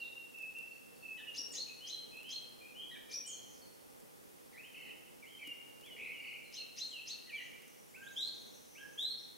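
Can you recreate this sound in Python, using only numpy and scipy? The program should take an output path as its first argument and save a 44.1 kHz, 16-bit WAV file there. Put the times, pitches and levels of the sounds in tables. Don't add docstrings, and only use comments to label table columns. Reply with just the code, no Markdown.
import sys
import numpy as np
from scipy import signal
from scipy.fft import rfft, irfft, next_fast_len
from scipy.io import wavfile
from scipy.ndimage import map_coordinates

SR = 44100
rng = np.random.default_rng(int(sys.argv[2]) if len(sys.argv) > 2 else 0)


def wav_out(sig):
    wavfile.write(sys.argv[1], SR, np.round(np.clip(np.atleast_2d(sig).T, -1, 1) * 32767).astype(np.int16))


N = 413216


def amp(db):
    return 10 ** (np.asarray(db) / 20)


def unit(x):
    return x / np.sqrt(np.mean(x ** 2) + 1e-20)


def along(points, hz):
    freqs, values = np.transpose(points)
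    return np.interp(np.log(hz + 1), np.log(freqs + 1), values)


def filtered(x, response):
    size = next_fast_len(N + SR // 2)
    return irfft(rfft(x, size) * response(np.fft.rfftfreq(size, 1 / SR)), size)[..., :N]


def wobble(t, rate):
    return map_coordinates(rng.standard_normal(512), [t * rate], mode="mirror")


def clock(length):
    t = np.arange(int(length * SR)) / SR
    return t, t / length


def swell(u, rise, fall):
    fade_in = np.sin(np.pi / 2 * np.clip(u / rise, 0, 1))
    return fade_in * np.sin(np.pi / 2 * np.clip((1 - u) / fall, 0, 1))


def tone(hz):
    return np.sqrt(2) * np.sin(2 * np.pi * np.cumsum(hz) / SR) * (hz < SR / 2)


def note(hz, db, rough, jitter=0.11, octave_db=-34, flutter_db=2):
    t = np.arange(len(hz)) / SR
    hz = hz * (1 + jitter * rough * wobble(t, 445.7))
    loudness = amp(db + flutter_db * wobble(t, 45)) * swell(t / t[-1], .14, .07)
    return loudness * (tone(hz) + amp(octave_db) * tone(2 * hz))


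def contour(shape, length):
    return np.interp(clock(length)[1], *np.transpose(shape))


def add(track, start, sound):
    part = track[max(round(start * SR), 0):][:len(sound)]
    part += sound[:len(part)]


# (frequency [Hz], side level above mid [dB])
STEREO_WIDTH = [(60, 2), (110, 10.5), (200, 13), (380, 8.5), (700, 8), (1290, 7), (2380, 3), (4400, -3.5),
                (8120, -6), (15000, -3.5)]


def wide_noise(level_db):
    mid, side = filtered(rng.standard_normal((2, N)), lambda hz: amp(level_db(hz)))
    side = filtered(side, lambda hz: amp(along(STEREO_WIDTH, hz)))
    return np.array([mid + side, mid - side]) / np.std(mid)


# (time [s], level [dB])
RUSH_SWELLS = [(0.0, -68.5), (0.78, -70), (1.12, -68), (5.72, -69), (5.95, -67.5), (6.37, -69.5),
               (8.9, -68.5), (9.37, -69)]
# (frequency [Hz], relative level [dB])
RUSH_COLOUR = [(15, -51), (25, -17), (279, -3), (372, -3.5), (481, -0.5), (653, -8), (814, -9.5),
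               (1090, -11.5), (1350, -15.5), (1450, -16.5), (1880, -40), (3190, -120)]
# (frequency [Hz], width [Hz], boost [dB])
RUSH_BANDS = [(487, 29, 1), (760, 130, -0.5), (820, 56, 5)]


def distant_rush(level_db=-68.5, unrest_db=0.83):
    def colour_db(hz):
        bands = sum(db / (1 + ((hz - centre) / (width / 2)) ** 2) for centre, width, db in RUSH_BANDS)
        return along(RUSH_COLOUR, hz) + bands

    t = np.arange(N) / SR
    times, levels = np.transpose(RUSH_SWELLS)
    drift_db = np.interp(t, times, levels - np.median(levels)) + unrest_db * wobble(t, 7.7)
    return amp(level_db + drift_db) * amp([[-.9], [.9]]) * wide_noise(colour_db)


# (frequency [Hz], relative level [dB])
HISS_COLOUR = [(710, -34), (1200, -7), (1930, -3), (2240, -3.5), (3380, -3.5), (3890, -6.5), (5550, -3),
               (7110, -5.5), (9830, -2), (15800, -6)]


def microphone_hiss(level_db=-64):
    return amp(level_db) * wide_noise(lambda hz: along(HISS_COLOUR, hz))


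# (time [s], length [s], pitch [Hz], level [dB])
THIN_WHISTLES = [(0, 0.048, 2748, -47.5), (.11, .15, 2755, -59), (0.335, 0.12, 2630, -50),
                 (0.547, 0.084, 2696, -49.5), (.71, 0.038, 4400, -72.5), (0.952, .1, 4420, -75),
                 (1.02, 0.13, 2614, -52), (1.264, 0.061, 2845, -49), (3.321, 0.065, 4290, -66),
                 (3.615, 0.048, 4340, -64.5), (6.445, 0.028, 4190, -63)]


def whistles(sag=0.037):
    out = np.zeros(N)
    for start, length, hz, db in THIN_WHISTLES:
        _, u = clock(length)
        add(out, start, note(hz * (1 + sag * (.5 - u)), db, rough=0.079))
    return out


# (time [s], length [s], first pitch [Hz], last pitch [Hz], level [dB])
FAR_TWITTER = [(0, 0.093, 4250, 3376, -67.5), (3.427, 0.17, 6130, 5150, -73),
               (6.225, 0.079, 5200, 4150, -76.5), (6.864, 0.062, 6560, 7600, -71),
               (7.3, 0.56, 6640, 5790, -79), (7.848, .86, 7360, 5930, -75.5),
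               (8.157, .15, 5600, 5250, -68.5), (8.497, 0.82, 5900, 5710, -75)]


def twitter(buzz=0.0412, leap=0.062, chop_db=5):
    out = np.zeros(N)
    for start, length, first_hz, last_hz, db in FAR_TWITTER:
        t, u = clock(length)
        glide_hz = first_hz + (last_hz - first_hz) * u
        hz = glide_hz * (1 + buzz * wobble(t, 900) + leap * wobble(t, 35))
        chirps = unit(amp(chop_db * wobble(t, 35.9)) * tone(hz))
        add(out, start, amp(db) * swell(u, 0.027, 0.2) * chirps)
    return out


# (time [s], level [dB])
SEED_PECKS = [(0.3844, -45), (0.4213, -43), (0.585, -41), (2.169, -45), (2.2294, -43), (4.0006, -46),
              (5.4723, -36.5), (5.81, -44), (5.86, -44), (7.6186, -44), (7.6794, -45)]


def beak_ticks(gain_db=-4, ring_s=.022):
    out = np.zeros(N)
    t, _ = clock(.2)
    burst = amp(-60 * t / ring_s) * (1 - np.exp(-t / .001))
    for start, db in SEED_PECKS:
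        add(out, start, amp(db + gain_db) * burst * rng.standard_normal(len(t)))
    return filtered(out, lambda hz: hz / (hz + 2500))


# (time [s], length [s], pitch [Hz], level [dB])
HOARSE_NOTES = [(1.175, .045, 1845, -60), (1.168, 0.082, 2920, -58.5), (2.908, 0.069, 1836, -62.5),
                (4.526, 0.044, 2002, -63.5), (4.742, 0.16, 2110, -63.5), (5.386, 0.074, 2310, -55.5),
                (5.963, 0.024, 2240, -56), (6.197, .072, 2200, -55), (7.27, 0.041, 1903, -64.5),
                (7.316, 0.062, 2322, -50), (7.367, 0.066, 2044, -55)]


def churrs(sag=0.1063, low_hz=1850):
    out = np.zeros(N)
    for start, length, hz, db in HOARSE_NOTES:
        _, u = clock(length)
        octave_db = -4 - 65 * np.log2(hz / low_hz)
        add(out, start, note(hz * (1 + sag * (.5 - u)), db, rough=0.4, octave_db=octave_db))
    return out


# (time [s], length [s], level [dB])
SHUFFLES = [(1.297, 0.33, -77), (5.77, 0.4, -71)]


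def rustles(centre_hz=470, width_hz=220, lumps_db=3):
    puffs = np.zeros(N)
    for start, length, db in SHUFFLES:
        t, u = clock(length)
        add(puffs, start, amp(db + lumps_db * wobble(t, 19.2)) * swell(u, 0.11, 0.15))
    brush = filtered(rng.standard_normal(N), lambda hz: 1 / (1 + (2 * (hz - centre_hz) / width_hz) ** 2))
    return puffs * unit(brush)


# (time [s], length [s], rise time [s], held pitch [Hz], level [dB])
PINK_CALLS = [(1.357, 0.071, 0.023, 5590, -36), (1.544, 0.095, 0.044, 4313, -36.5),
              (1.866, 0.1, 0.042, 4132, -39), (2.302, 0.07, 0.03, 4227, -38.5),
              (3.11, 0.082, 0.029, 5750, -37.5), (6.531, 0.088, .043, 4264, -41),
              (6.775, 0.078, 0.039, 4235, -36), (7.071, 0.061, 0.04, 4380, -36.5)]
# (frequency [Hz], gain [dB])
THROAT_COLOUR = [(2000, -7), (3100, -5), (3700, -3.5), (4200, -1.5), (6500, -1.5), (7500, -23),
                 (8600, -14.5), (13000, -10)]


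def pinks(first_hz=2250, waver=0.015, rasp=0.026, sag=0.0422, rasp_db=-13, lead_s=.017):
    voices, rasps = np.zeros(N), np.zeros(N)
    for start, length, rise_s, held_hz, db in PINK_CALLS:
        t, u = clock(length)
        climb = (1 + (t / rise_s + 1e-3) ** -8) ** (-1 / 8)
        shake = (waver + rasp * (1 - climb)) * wobble(t, 392.7)
        hz = (first_hz + (held_hz - first_hz) * climb) * (1 + shake + sag * (.7 - u))
        levels_db = [-19 * (1 - climb), -5 - 14 * climb ** 8, -19 - 14 * climb ** 8]
        voice = sum(amp(level + along(THROAT_COLOUR, k * hz)) * tone(k * hz)
                    for k, level in enumerate(levels_db, 1))
        add(voices, start, amp(db) * swell(u, 0.088, 0.28) * voice)
        t, u = clock(lead_s + rise_s)
        burst = amp(db + rasp_db + 4.1 * wobble(t, 320)) * swell(u, 0.2, 1.0)
        add(rasps, start - lead_s, burst * rng.standard_normal(len(t)))
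    rasps = filtered(rasps, lambda hz: amp(along(THROAT_COLOUR, hz)) * (hz > 1800) / (1 + (hz / 1e4) ** 6))
    return voices + 2 * rasps


# (time [s], pitch [Hz], level [dB])
LOG_BLOWS = [(1.39, 293, -60.5), (1.589, 517, -61), (2.36, 567, -70), (3.17, 536, -65), (5.474, 293, -59),
             (6.095, 450, -67)]


def log_knocks(gain_db=10.5, ring_s=0.07):
    out = np.zeros(N)
    t, _ = clock(.2)
    thud = amp(-60 * t / ring_s) * (1 - np.exp(-t / 0.0016))
    for start, hz, db in LOG_BLOWS:
        add(out, start, amp(db + gain_db) * thud * np.sin(2 * np.pi * hz * t))
    return out


# (time [s], length [s], level [dB])
TSIP_CALLS = [(1.517, 0.042, -47), (3.26, 0.076, -51)]
# (share of the note [0-1], pitch [Hz])
TSIP_TUNE = [(0, 6150), (.12, 9100), (.22, 7030), (.55, 6680), (1, 6380)]


def tsips():
    out = np.zeros(N)
    for start, length, db in TSIP_CALLS:
        add(out, start, note(contour(TSIP_TUNE, length), db, rough=0.14))
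    return out


# (time [s], low length [s], low pitch [Hz], low level [dB],
# delay to the high note [s], high level [dB])
NOTE_PAIRS = [(1.668, 0.036, 2532, -53, 0.13, -51.5), (2.114, 0.1, 2590, -56.5, 0.12, -51),
              (2.602, 0.086, 2440, -60, .145, -50), (3.083, 0.097, 2390, -59, 0.16, -54)]
LOW_NOTE_BEND = [(0, 1), (.4, .985), (1, 1.055)]


def two_note_song():
    out = np.zeros(N)
    slide_hz = contour([(0, 2860), (.5, 3150), (1, 3280)], length=.092)
    for start, length, low_hz, low_db, delay, high_db in NOTE_PAIRS:
        add(out, start, note(low_hz * contour(LOW_NOTE_BEND, length), low_db, rough=0.19))
        add(out, start + delay, note(slide_hz, high_db, rough=0.087))
    return out


# (time [s], length [s], first pitch [Hz], last pitch [Hz], level [dB])
FALLING_NOTES = [(2.952, 0.016, 2820, 2240, -55), (5.223, 0.035, 2470, 2064, -56),
                 (5.429, 0.102, 3070, 2804, -52), (5.85, 0.055, 2730, 2066, -59.5),
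                 (5.875, 0.095, 3300, 2850, -55), (6.125, 0.09, 3120, 2780, -54),
                 (6.559, 0.067, 3360, 2590, -48.5), (6.908, .095, 3410, 2590, -48),
                 (7.293, .02, 3210, 2470, -51), (7.345, .085, 3560, 2690, -52.5)]


def falls(ease=2.02, swell_db=6.5):
    out = np.zeros(N)
    for start, length, first_hz, last_hz, db in FALLING_NOTES:
        _, u = clock(length)
        fallen = np.expm1(-ease * u) / np.expm1(-ease)
        hz = first_hz + (last_hz - first_hz) * fallen
        add(out, start, note(hz, db - swell_db * (1 - fallen), rough=0.1))
    return out


# (time [s], length [s], top pitch [Hz], level [dB])
FLICKED_NOTES = [(4.568, .042, 2640, -56.5), (4.629, 0.046, 3185, -57), (5.252, 0.13, 3160, -61),
                 (5.824, 0.058, 3380, -62.5), (7.941, 0.03, 2775, -56), (8.018, 0.032, 3400, -63.5),
                 (8.063, 0.028, 4120, -59), (8.752, 0.04, 2843, -58.5), (8.77, 0.045, 3310, -61)]


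def flicks(depth=0.3, climb_s=.014):
    out = np.zeros(N)
    for start, length, top_hz, db in FLICKED_NOTES:
        t, _ = clock(length)
        add(out, start, note(top_hz * (1 - depth * np.exp(-t / climb_s)), db, rough=0.17))
    return out


# (time [s], length [s], pitch [Hz], swing each way [Hz], swings [per s], level [dB])
TRILLED_NOTES = [(4.742, 0.19, 2785, 240, 36, -55.5), (5.986, 0.16, 2425, 235, 83, -50),
                 (6.239, 0.159, 2550, 324, 26, -52)]


def trills(pulse_db=5, scatter=0.031, uneven=0.67):
    out = np.zeros(N)
    for start, length, pitch_hz, swing_hz, rate, db in TRILLED_NOTES:
        t, u = clock(length)
        turn = 2 * np.pi * rate * t + uneven * wobble(t, 30.1)
        hz = (pitch_hz + swing_hz * np.cos(turn)) * (1 + scatter * wobble(t, 294.0))
        voice = unit(amp(pulse_db * np.sin(turn)) * tone(hz))
        add(out, start, amp(db) * swell(u, 0.029, 0.12) * voice)
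    return out


# (time [s], length [s], first pitch [Hz], last pitch [Hz], level [dB])
HWEET_CALLS = [(5.994, 0.12, 2970, 4400, -66.5), (8.156, 0.15, 2895, 4390, -37),
               (8.973, .18, 2967, 4386, -36.5)]


def hweets(scoop=.44, scoop_s=0.018, onset_s=.009, fade_db=-9.0, second_db=-26, third_db=-29):
    out = np.zeros(N)
    for start, length, first_hz, last_hz, db in HWEET_CALLS:
        t, u = clock(length)
        climb = scoop * (1 - np.exp(-t / scoop_s)) + (1 - scoop) * np.sin(u) / np.sin(1)
        hz = (first_hz + (last_hz - first_hz) * climb) * (1 + 0.0042 * wobble(t, 188))
        voice = tone(hz) + amp(second_db) * tone(2 * hz) + amp(third_db) * tone(3 * hz)
        opening = 1 - np.exp(-(t / onset_s) ** 2)
        add(out, start, amp(db + fade_db * u) * opening * swell(u, .02, 0.22) * voice)
    return out


# (time [s], length [s], pitch [Hz], level [dB])
FLUTY_NOTES = [(7.959, 0.122, 1588, -55), (8.776, .09, 1640, -52.5)]


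def flutes(lift=0.062, swell_db=11.5):
    out = np.zeros(N)
    for start, length, hz, db in FLUTY_NOTES:
        _, u = clock(length)
        slack = (1 - u) ** 2
        add(out, start, note(hz * (1 + lift * (0.2 - slack)), db - swell_db * slack, rough=0.19))
    return out


# (frequency [Hz], time to fade by 60 dB [s])
WOOD_RING = [(1500, 0.88), (2800, 1), (4300, 0.84), (6600, 0.63), (12000, 0.22)]


def wood(x, direct_db, near_db, far_db, right_db, near_ring_s=0.22, side_db=-5):
    hz, t, (far, near) = signal.stft(rng.standard_normal((2, 2, SR)), SR, nperseg=256)
    far = far * amp(-60 * t / along(WOOD_RING, hz)[:, None]) * (1 - np.exp(-t / 0.012))
    near = near * amp(-60 * t / near_ring_s) * (1 - np.exp(-t / 0.00046))
    far, near = (signal.istft(bands, SR, nperseg=256)[1] for bands in (far, near))
    echoes = amp(near_db) * near / np.linalg.norm(near[0]) + amp(far_db) * far / np.linalg.norm(far[0])
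    mid, side = signal.fftconvolve(x[None], echoes, axes=1)[:, :N]
    mid, side = mid + amp(direct_db) * x, amp(side_db) * side
    return np.array([mid + side, mid - side]) * amp([[-right_db], [right_db]])


def scene():
    warble = churrs() + falls() + flicks() + flutes()
    birds = (wood(whistles(), direct_db=-1.5, near_db=-4, far_db=-3.5, right_db=.9)
             + wood(twitter(), direct_db=4, near_db=-5.5, far_db=2, right_db=0)
             + wood(warble, direct_db=-0.5, near_db=-5.5, far_db=-5, right_db=.6)
             + wood(pinks(), direct_db=-6, near_db=-5.5, far_db=-10.5, right_db=-1.1)
             + wood(tsips() + two_note_song(), direct_db=-3.5, near_db=-3.5, far_db=-4, right_db=.3)
             + wood(trills(), direct_db=0, near_db=-4.5, far_db=-6, right_db=.4)
             + wood(hweets(), direct_db=-5.5, near_db=-1, far_db=-8.5, right_db=-.2))
    tit_on_log = beak_ticks() + rustles() + log_knocks()
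    return distant_rush() + microphone_hiss() + birds + tit_on_log


def record(dry, top_hz=15800):
    return filtered(dry, lambda hz: hz < top_hz)


dry = scene()
out = record(dry)
wav_out(out)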